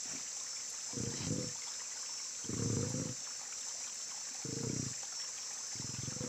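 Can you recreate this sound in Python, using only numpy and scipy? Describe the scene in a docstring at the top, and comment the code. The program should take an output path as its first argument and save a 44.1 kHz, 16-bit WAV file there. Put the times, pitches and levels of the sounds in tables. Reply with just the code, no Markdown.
"""Throughout: forest air and far cicadas (shaped noise), a near cicada (swept sines), patter (short bursts).
From 0.03 s: a scuffle in the soil, then soft grunts; later a few noise-burst snaps and taps.
From 0.93 s: a snared wild pig growls four times, low and rattling; slow throat flaps ring its long airway
and a nasal resonance comes and goes. A brush of leaves stirs during the first growl."""
import sys
import numpy as np
from scipy import signal
from scipy.fft import rfft, irfft, next_fast_len
from scipy.io import wavfile
from scipy.ndimage import map_coordinates

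SR = 44100
rng = np.random.default_rng(int(sys.argv[2]) if len(sys.argv) > 2 else 0)


def waveform_to_disk(signal):
    """Save audio, clipped to [-1, 1], as 16-bit WAV at the path in sys.argv[1]."""
    frames = np.transpose(np.atleast_2d(signal))
    scaled = np.clip(frames, -1, 1) * 32767
    samples = np.round(scaled).astype(np.int16)
    wavfile.write(sys.argv[1], SR, samples)


N = 276948
TIME = np.arange(N) / SR


def from_db(db):
    """Decibels to gain."""
    return 10 ** (np.asarray(db) / 20)


def rms_one(x):
    """Scale to unit rms."""
    return x / np.sqrt(np.mean(x ** 2) + 1e-20)


def in_time(rows, t=TIME):
    """Interpolate the columns of a curve table at times t."""
    s, *columns = np.transpose(rows)
    return [np.interp(t, s, c) for c in columns]


def drift(knots_per_s):
    """Smooth random curve, rms 1."""
    knots = rng.standard_normal(2000)
    return rms_one(map_coordinates(knots, [TIME * knots_per_s], order=2, mode="wrap"))


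def colour(x, spectrum):
    """Shape x by a spectrum, interpolated over log frequency; rms 1."""
    hz, db = np.transpose(spectrum)
    size = next_fast_len(N)
    bins_hz = np.arange(size // 2 + 1) * SR / size
    gain = from_db(np.interp(np.log(bins_hz + 1), np.log(hz), db))
    return rms_one(irfft(rfft(x, size) * gain, size)[:N])


def cut(x, hz, kind, order=2):
    """Butterworth filter."""
    sos = signal.butter(order, np.minimum(hz, SR / 2 - 1), kind, fs=SR, output="sos")
    return signal.sosfilt(sos, x + 1e-18)


def resonate(x, hz, width_hz):
    """One two-pole resonance, gain 1 on top."""
    r = np.exp(-np.pi * width_hz / SR)
    zeros = np.array([1, 0, -1]) * (1 - r * r) / 2
    poles = [1, -2 * r * np.cos(2 * np.pi * hz / SR), r * r]
    return signal.lfilter(zeros, poles, x + 1e-18)


def body(x, modes):
    """Resonances in parallel."""
    return sum(from_db(db) * resonate(x, hz, width_hz) for hz, width_hz, db in modes)


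def glide(x, hz, width_hz):
    """A resonance whose centre follows a curve: shift to 0 Hz, smooth, shift back."""
    turn = np.exp(2j * np.pi * np.cumsum(hz) / SR)
    return (turn * signal.lfilter([1], [1, -np.exp(-np.pi * width_hz / SR)], x / turn)).real


def even(x, window_s=.075):
    """Level x over a few flaps; single flaps keep their shape and the tail dies away."""
    window = np.hanning(int(window_s * SR))
    power = signal.fftconvolve(x ** 2, window / window.sum(), "same")
    return x / np.sqrt(np.abs(power) + .04 * np.mean(x ** 2))


def add(out, s, sound, peak_db):
    """Mix a short sound in at a time and peak level."""
    part = out[max(0, round(s * SR)):][:len(sound)]
    part += (from_db(peak_db) * sound / np.abs(sound).max())[:len(part)]


# forest air spectrum: f/Hz, relative density/(dB per Hz)
AIR_SPECTRUM = [(25, -69), (70, -4), (130, -7), (265, -1.5), (345, -10.5), (510, 2), (650, -4), (1500, -2),
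                (2600, -2.5), (3300, -8.5), (4300, 1.5), (7000, -5), (11000, -26.5), (15300, -17)]


def forest_air(level_db=-55):
    """Steady noise with the spectrum of the forest air."""
    return from_db(level_db) * colour(rng.standard_normal(N), AIR_SPECTRUM)


# far cicada spectrum: f/Hz, relative density/(dB per Hz)
CHORUS_SPECTRUM = [(4500, -31.5), (5200, -10), (5750, -8), (6020, 1), (6250, -3.5), (6480, -4),
                   (6650, -5.5), (6830, -9), (7100, 0), (7400, -0.5), (7680, -3.5), (8000, -11),
                   (8500, -23.5), (9500, -41)]
# far cicada level before trim: t/s, level/dB
CHORUS_LEVEL_CURVE = [(0.0, -44), (2.38, -45), (2.59, -44), (3.51, -46), (3.62, -44.5), (4.65, -45.5),
                      (4.9, -43.5), (5.18, -45.5), (6.28, -45.5)]


def far_cicadas(flutter_db=1.0, trim_db=-0.5):
    """Many far insects merge into a fluttering hiss."""
    level_db, = in_time(CHORUS_LEVEL_CURVE)
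    hiss = colour(rng.standard_normal(N), CHORUS_SPECTRUM)
    return hiss * from_db(level_db + trim_db + flutter_db * drift(120))


CARRIER_HZ, CARRIER_DB, CARRIER_SWELL_DB = 5435, -55.5, 3
CYCLE_S, LOWEST_AT_S, SWEEP_HZ = 1.85, 0.42, 20  # sweep is +/- about the carrier
RISE_SHARE = .58  # the climb takes longer than the fall
# near cicada sidebands: offset from carrier/Hz, mean level/dB, swell with the cycle/dB
CICADA_SIDEBANDS = [(-513, -67, 0), (-252, -61.5, -3), (268, -57, -2), (520, -60.5, 2.5),
                    (778, -58.5, -1.5), (1055, -63, 0.5)]


def near_cicada(fade_db=3.5, waver_hz=6):
    """Tymbal pulses give a comb of lines sweeping together; the carrier is loudest at both turns."""
    cycle_share = (TIME - LOWEST_AT_S) / CYCLE_S % 1
    phase = np.pi * np.interp(cycle_share, [0, RISE_SHARE, 1], [0, 1, 2])
    carrier_hz = CARRIER_HZ - SWEEP_HZ * np.cos(phase)
    out = 0
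    for offset_hz, db, swell_db in [(0, CARRIER_DB, CARRIER_SWELL_DB)] + CICADA_SIDEBANDS:
        hz = carrier_hz + offset_hz + waver_hz * drift(50)
        gain = from_db(db + swell_db * np.cos(2 * phase) + fade_db * drift(9))
        out = out + gain * np.sqrt(2) * np.sin(2 * np.pi * np.cumsum(hz) / SR)
    return out


def patter(count=700, spread_db=3.0, base_db=-56, t60_s=0.035, sharpness=12, tilt_db_per_octave=1.22):
    """Small things land on the foliage, each leaf shivering briefly at its own pitch."""
    out, t = np.zeros(N), TIME[:SR // 12]
    shiver = from_db(-60 * t / t60_s) * (1 - np.exp(-t / 0.0018))
    for when, pitch, size in rng.random((count, 3)):
        octaves = 2.8 * pitch
        hz = 740 * 2 ** octaves
        size_db = spread_db * min(-np.log(size), 2.8)
        leaf = resonate(rng.standard_normal(len(t)) * shiver, hz, hz / sharpness)
        add(out, when * TIME[-1], leaf, base_db + size_db + tilt_db_per_octave * octaves)
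    return out


def brush(stroke, spectrum, crinkle_db=3.0):
    """Crinkling noise with a spectrum, heard for the span of a level curve."""
    stroke_db, = in_time(stroke)
    moving = (TIME > stroke[0][0]) & (TIME < stroke[-1][0])
    crinkle = rng.standard_normal(N) * from_db(crinkle_db * drift(200))
    return moving * from_db(stroke_db) * colour(crinkle, spectrum)


# scuffle: t/s, level/dB
SCUFFLE_LEVEL = [(.03, -77), (.06, -56), (.11, -54.5), (.16, -56), (.2, -58), (.27, -63)]
# loose soil spectrum: f/Hz, relative density/(dB per Hz)
SOIL_SPECTRUM = [(90, -14), (170, 3.5), (300, -12), (600, -5.5), (800, -4), (1200, -9), (2300, -4.5),
                 (4000, -16), (9000, -31)]


def scuffle():
    """Loose soil rubs as crinkling, low-weighted noise."""
    return brush(SCUFFLE_LEVEL, SOIL_SPECTRUM)


# throat resonances: f/Hz, width/Hz, gain/dB
THROAT_MODES = [(257.7, 50, 10.5), (340, 29, -17)]
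# single soft grunts: t/s, peak/dB
GRUNT_TIMES = [(0.055, -48), (0.135, -44.5), (0.15, -41.5), (0.171, -46.5), (4.311, -53)]


def grunts():
    """Lone flaps, each an impulse ringing the throat."""
    out = np.zeros(N)
    flap = cut(body(signal.unit_impulse(SR // 8), THROAT_MODES), 350, "low")
    for s, db in GRUNT_TIMES:
        add(out, s, flap, db)
    return out


# twig snaps: t/s, peak/dB
TWIG_SNAPS = [(0.6988, -41), (2.4418, -53), (2.8936, -46), (3.5992, -50), (3.9409, -48), (4.339, -49),
              (4.8939, -52), (5.67, -51)]


def snaps(t60_s=0.065):
    """Dry twigs crack as decaying high-band noise."""
    out, t = np.zeros(N), TIME[:SR // 8]
    for s, db in TWIG_SNAPS:
        burst = rng.standard_normal(len(t)) * from_db(-60 * t / t60_s)
        add(out, s, cut(burst, [4000, 10500], "band"), db)
    return out


# taps on leaves and ground: t/s, peak/dB, f/Hz
LEAF_TAPS = [(0.928, -45, 1000), (1.619, -41, 2190), (1.817, -44, 1013), (1.996, -40, 5500),
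             (3.273, -41.5, 980), (3.526, -39.5, 2360), (4.175, -45, 865), (5.032, -39, 840),
             (5.122, -46, 1520), (5.535, -38.5, 5400), (5.728, -46.5, 790)]


def taps(t60_s=0.026, sharpness=9):
    """A short noise burst rings one broad resonance per tap."""
    out, t = np.zeros(N), TIME[:SR // 8]
    for s, db, hz in LEAF_TAPS:
        burst = rng.standard_normal(len(t)) * from_db(-60 * t / t60_s)
        add(out, s, resonate(burst, hz, hz / sharpness), db)
    return out


def flaps(t, rates, rebound_s, rebound, jitter_s=0.00095, uneven_db=5.5, rebound_hz=380):
    """The throat slaps shut once a cycle; slack tissue rebounds and closes again more softly."""
    per_s, = in_time(rates, t)
    sounding = (t >= rates[0][0]) * (t <= rates[-1][0])
    cycles = np.cumsum(per_s * sounding) / SR
    shut = t[np.flatnonzero(np.diff(np.ceil(cycles)))]
    chance = rng.standard_normal((len(shut), 4))
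    shut = shut + jitter_s * chance[:, 0]
    again = shut + rebound_s + jitter_s * chance[:, 1]
    # fast flaps leave no time for a rebound
    leeway = np.clip(1 / (np.interp(shut, t, per_s) * rebound_s) - 1.5, 0, 1)
    first, second = np.zeros((2, len(t) + 1))
    first[np.searchsorted(t, shut)] = from_db(uneven_db * chance[:, 2])
    second[np.searchsorted(t, again)] = rebound * leeway * from_db(uneven_db * chance[:, 3])
    return (first + cut(second, rebound_hz, "low"))[:-1]


def swell(t, start, end, attack_db_per_s=302, release_db_per_s=260):
    """Attack before start and release after end, in dB."""
    return -attack_db_per_s * np.maximum(start - t, 0) - release_db_per_s * np.maximum(t - end, 0)


# mouth resonances: f/Hz, width/Hz, gain/dB
MOUTH_MODES = [(930, 120, -15), (1227, 310, -5), (2160, 230, -19)]
CHEST_WIDTH_HZ, LOOSE_BELOW_PER_S = 22.7, 40  # wider when flaps are slow and the throat is loose
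CHEST_FOLLOWS = 1.15  # chest pitch follows the snout by this power of its ratio to the mean
SNOUT_WIDTH_HZ = 16.8
WALL_SAG_HZ_PER_S = 90  # the wall sinks in pitch as the growl runs out of air


def growl(rates, shape, slack, rasp=0.018, rush_s=0.0074, slack_hz=185, taut_hz=310, wall_width_hz=65):
    """Flaps and a little turbulence ring chest, throat, snout and mouth."""
    rebound_s, rebound, chest_hz, bass_edge_hz, wall_db, mouth_db = slack
    span = (TIME > rates[0][0] - .02) & (TIME < rates[-1][0] + .1)
    t, out = TIME[span], np.zeros(N)
    level_db, throat_db, snout_db, snout_hz = in_time(shape, t)
    level_db = level_db + swell(t, shape[0][0], shape[-1][0])
    pulses = flaps(t, rates, rebound_s, rebound)
    # pressure and rushing air die away for a few milliseconds after each flap
    pressure = signal.lfilter([1], [1, -np.exp(-1 / (rush_s * SR))], pulses)
    rush = pressure * rng.standard_normal(len(t))
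    source = pulses + rasp * rush

    chest_width_hz = CHEST_WIDTH_HZ * max(1, LOOSE_BELOW_PER_S / np.median(in_time(rates, t)))
    chest_curve_hz = chest_hz * (snout_hz / snout_hz.mean()) ** CHEST_FOLLOWS
    chest = glide(source, chest_curve_hz, chest_width_hz)
    chest = even(cut(chest, [bass_edge_hz, 230], "band"))

    # the throat wall slackens as the pressure falls, so every flap droops in pitch
    tension_hz = (taut_hz - slack_hz) * np.minimum(pressure, 1)
    wall_hz = slack_hz + tension_hz - WALL_SAG_HZ_PER_S * (t - t.mean())
    wall = glide(cut(source, 80, "high"), wall_hz, wall_width_hz)
    throat = rms_one(body(source, THROAT_MODES)) + from_db(wall_db) * rms_one(wall)
    throat = even(cut(throat, 470, "low", order=4))

    snout = cut(glide(source, snout_hz, SNOUT_WIDTH_HZ), 540, "low", order=8)
    snout = even(cut(snout, 370, "high"))
    mouth = even(cut(body(rush, MOUTH_MODES), [700, 2800], "band"))
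    head = from_db(snout_db) * (snout + from_db(mouth_db) * mouth)
    # the throat is mixed in with the opposite sign to chest and snout
    out[span] = from_db(level_db) * (chest - from_db(throat_db) * throat + head)
    return out


# one table per growl: t/s, flap rate/(1/s)
GROWL_FLAP_RATES = [
    [(0.931, 27.4), (1.03, 31.7), (1.12, 43.4), (1.24, 47), (1.31, 58), (1.39, 41), (1.53, 34)],
    [(2.441, 15.8), (2.52, 27.5), (2.6, 37.5), (2.77, 36.5), (2.88, 58), (3.0, 49.7), (3.125, 56)],
    [(4.447, 25.2), (4.58, 26.8), (4.67, 32), (4.81, 30.8), (4.92, 20.4)],
    [(5.753, 23.6), (5.82, 21.3), (5.97, 21.3), (6.2, 24), (6.235, 29.4), (6.28, 77)],
]
# one table per growl body: t/s, level/dB, throat/dB re level, snout/dB re level, snout f/Hz
GROWL_SHAPES = [
    [(0.965, -48, 3.5, -0.5, 482), (1.019, -36, -5, -12, 460), (1.041, -46, -1, -4, 464),
     (1.079, -40.5, -12, -5.5, 470), (1.147, -52.5, 4, -6.5, 497), (1.237, -42, -8.5, -20.5, 489),
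     (1.321, -37.5, -3, -8, 492), (1.441, -47, 2.5, 1, 506), (1.48, -46.5, -20, -9, 493.8)],
    [(2.49, -46.5, 2.5, -5, 461), (2.542, -42.5, 0.5, -17, 459), (2.604, -39.5, -4, -6.5, 480),
     (2.676, -36.5, -5, -12, 460), (2.82, -37.5, -5, -5, 468), (2.838, -39, -4, -1.5, 492),
     (2.898, -42, -9, -13, 500), (2.976, -40.5, 0.5, -6, 517), (3.12, -45.5, -5.5, -10, 493)],
    [(4.45, -47.5, -1, -3.5, 451), (4.64, -44.5, -0.5, -2.5, 465), (4.676, -39, -13, -3.5, 440),
     (4.696, -42.5, 0.5, -7, 450), (4.754, -44.5, 0.5, -5.5, 447), (4.806, -39, -3.5, -19, 453),
     (4.832, -45.5, -1.5, -15, 452), (4.868, -41.5, -8, -16, 452), (4.9, -48.5, -10, -15, 453)],
    [(5.79, -46, -4, -18, 445), (5.956, -49, -7.5, -16, 470), (6.004, -42, -23, -34, 462),
     (6.016, -49.5, -5, -21, 443), (6.084, -40, -8, -15.5, 496), (6.114, -54, 1, -7, 505),
     (6.222, -41.5, -9.5, -7.5, 502.4), (6.234, -50, 15, 7, 497), (6.27, -51.5, -1, 1, 510)],
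]
# one row per growl: rebound delay/s, full rebound strength/(0-1), mean chest f/Hz, bass edge f/Hz,
# throat wall/dB re throat modes, mouth/dB re snout
GROWL_SLACK = [(0.00983, 0.97, 131, 48, -7, -15.5), (0.0107, 1, 121, 88, -10, -12.5),
               (0.0066, 0.37, 123, 46, 0, -19), (0.008, 0.22, 124, 37, -2, -10)]


def growls():
    """Four growls, each with its own flap rates, resonances and slackness."""
    return sum(growl(*parts) for parts in zip(GROWL_FLAP_RATES, GROWL_SHAPES, GROWL_SLACK))


# brush through the leaves: t/s, level/dB
RUSTLE_LEVEL = [(1.12, -55), (1.18, -48.5), (1.27, -47.5), (1.33, -86)]
# leaf spectrum: f/Hz, relative density/(dB per Hz)
LEAF_SPECTRUM = [(1500, -5), (2900, -2.5), (3200, 2.5), (3500, -16), (3950, 7), (4300, -3), (5400, 6.5),
                 (7000, -8), (10000, -42)]


def rustle():
    """One brush of leaves, as crinkling treble noise."""
    return brush(RUSTLE_LEVEL, LEAF_SPECTRUM)


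def forest(x, t60_s, wet_db):
    """Trunks scatter a faint, dull tail."""
    t = TIME[:SR]
    tail = cut(rng.standard_normal(SR), 3400, "low", order=1) * from_db(-60 * t / t60_s) * (t > .012)
    tail = tail / np.sqrt(np.sum(tail ** 2)) / 2  # wet_db is relative to this half-amplitude tail
    return x + from_db(wet_db) * signal.fftconvolve(x, tail)[:N]


def scene():
    """Pig and undergrowth among the trees, under the insects."""
    insects = far_cicadas() + near_cicada()
    undergrowth = forest(patter() + scuffle() + snaps() + taps() + rustle(), t60_s=.18, wet_db=-10.5)
    pig = forest(grunts() + growls(), t60_s=.35, wet_db=-17)
    return (forest_air() + insects + undergrowth + pig)[None]


def record(dry, cutoff_hz=15500):
    """Steep elliptic low-pass on the top."""
    return signal.sosfilt(signal.ellip(12, .1, 80, cutoff_hz, fs=SR, output="sos"), dry)


dry = scene()
out = record(dry)
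waveform_to_disk(out)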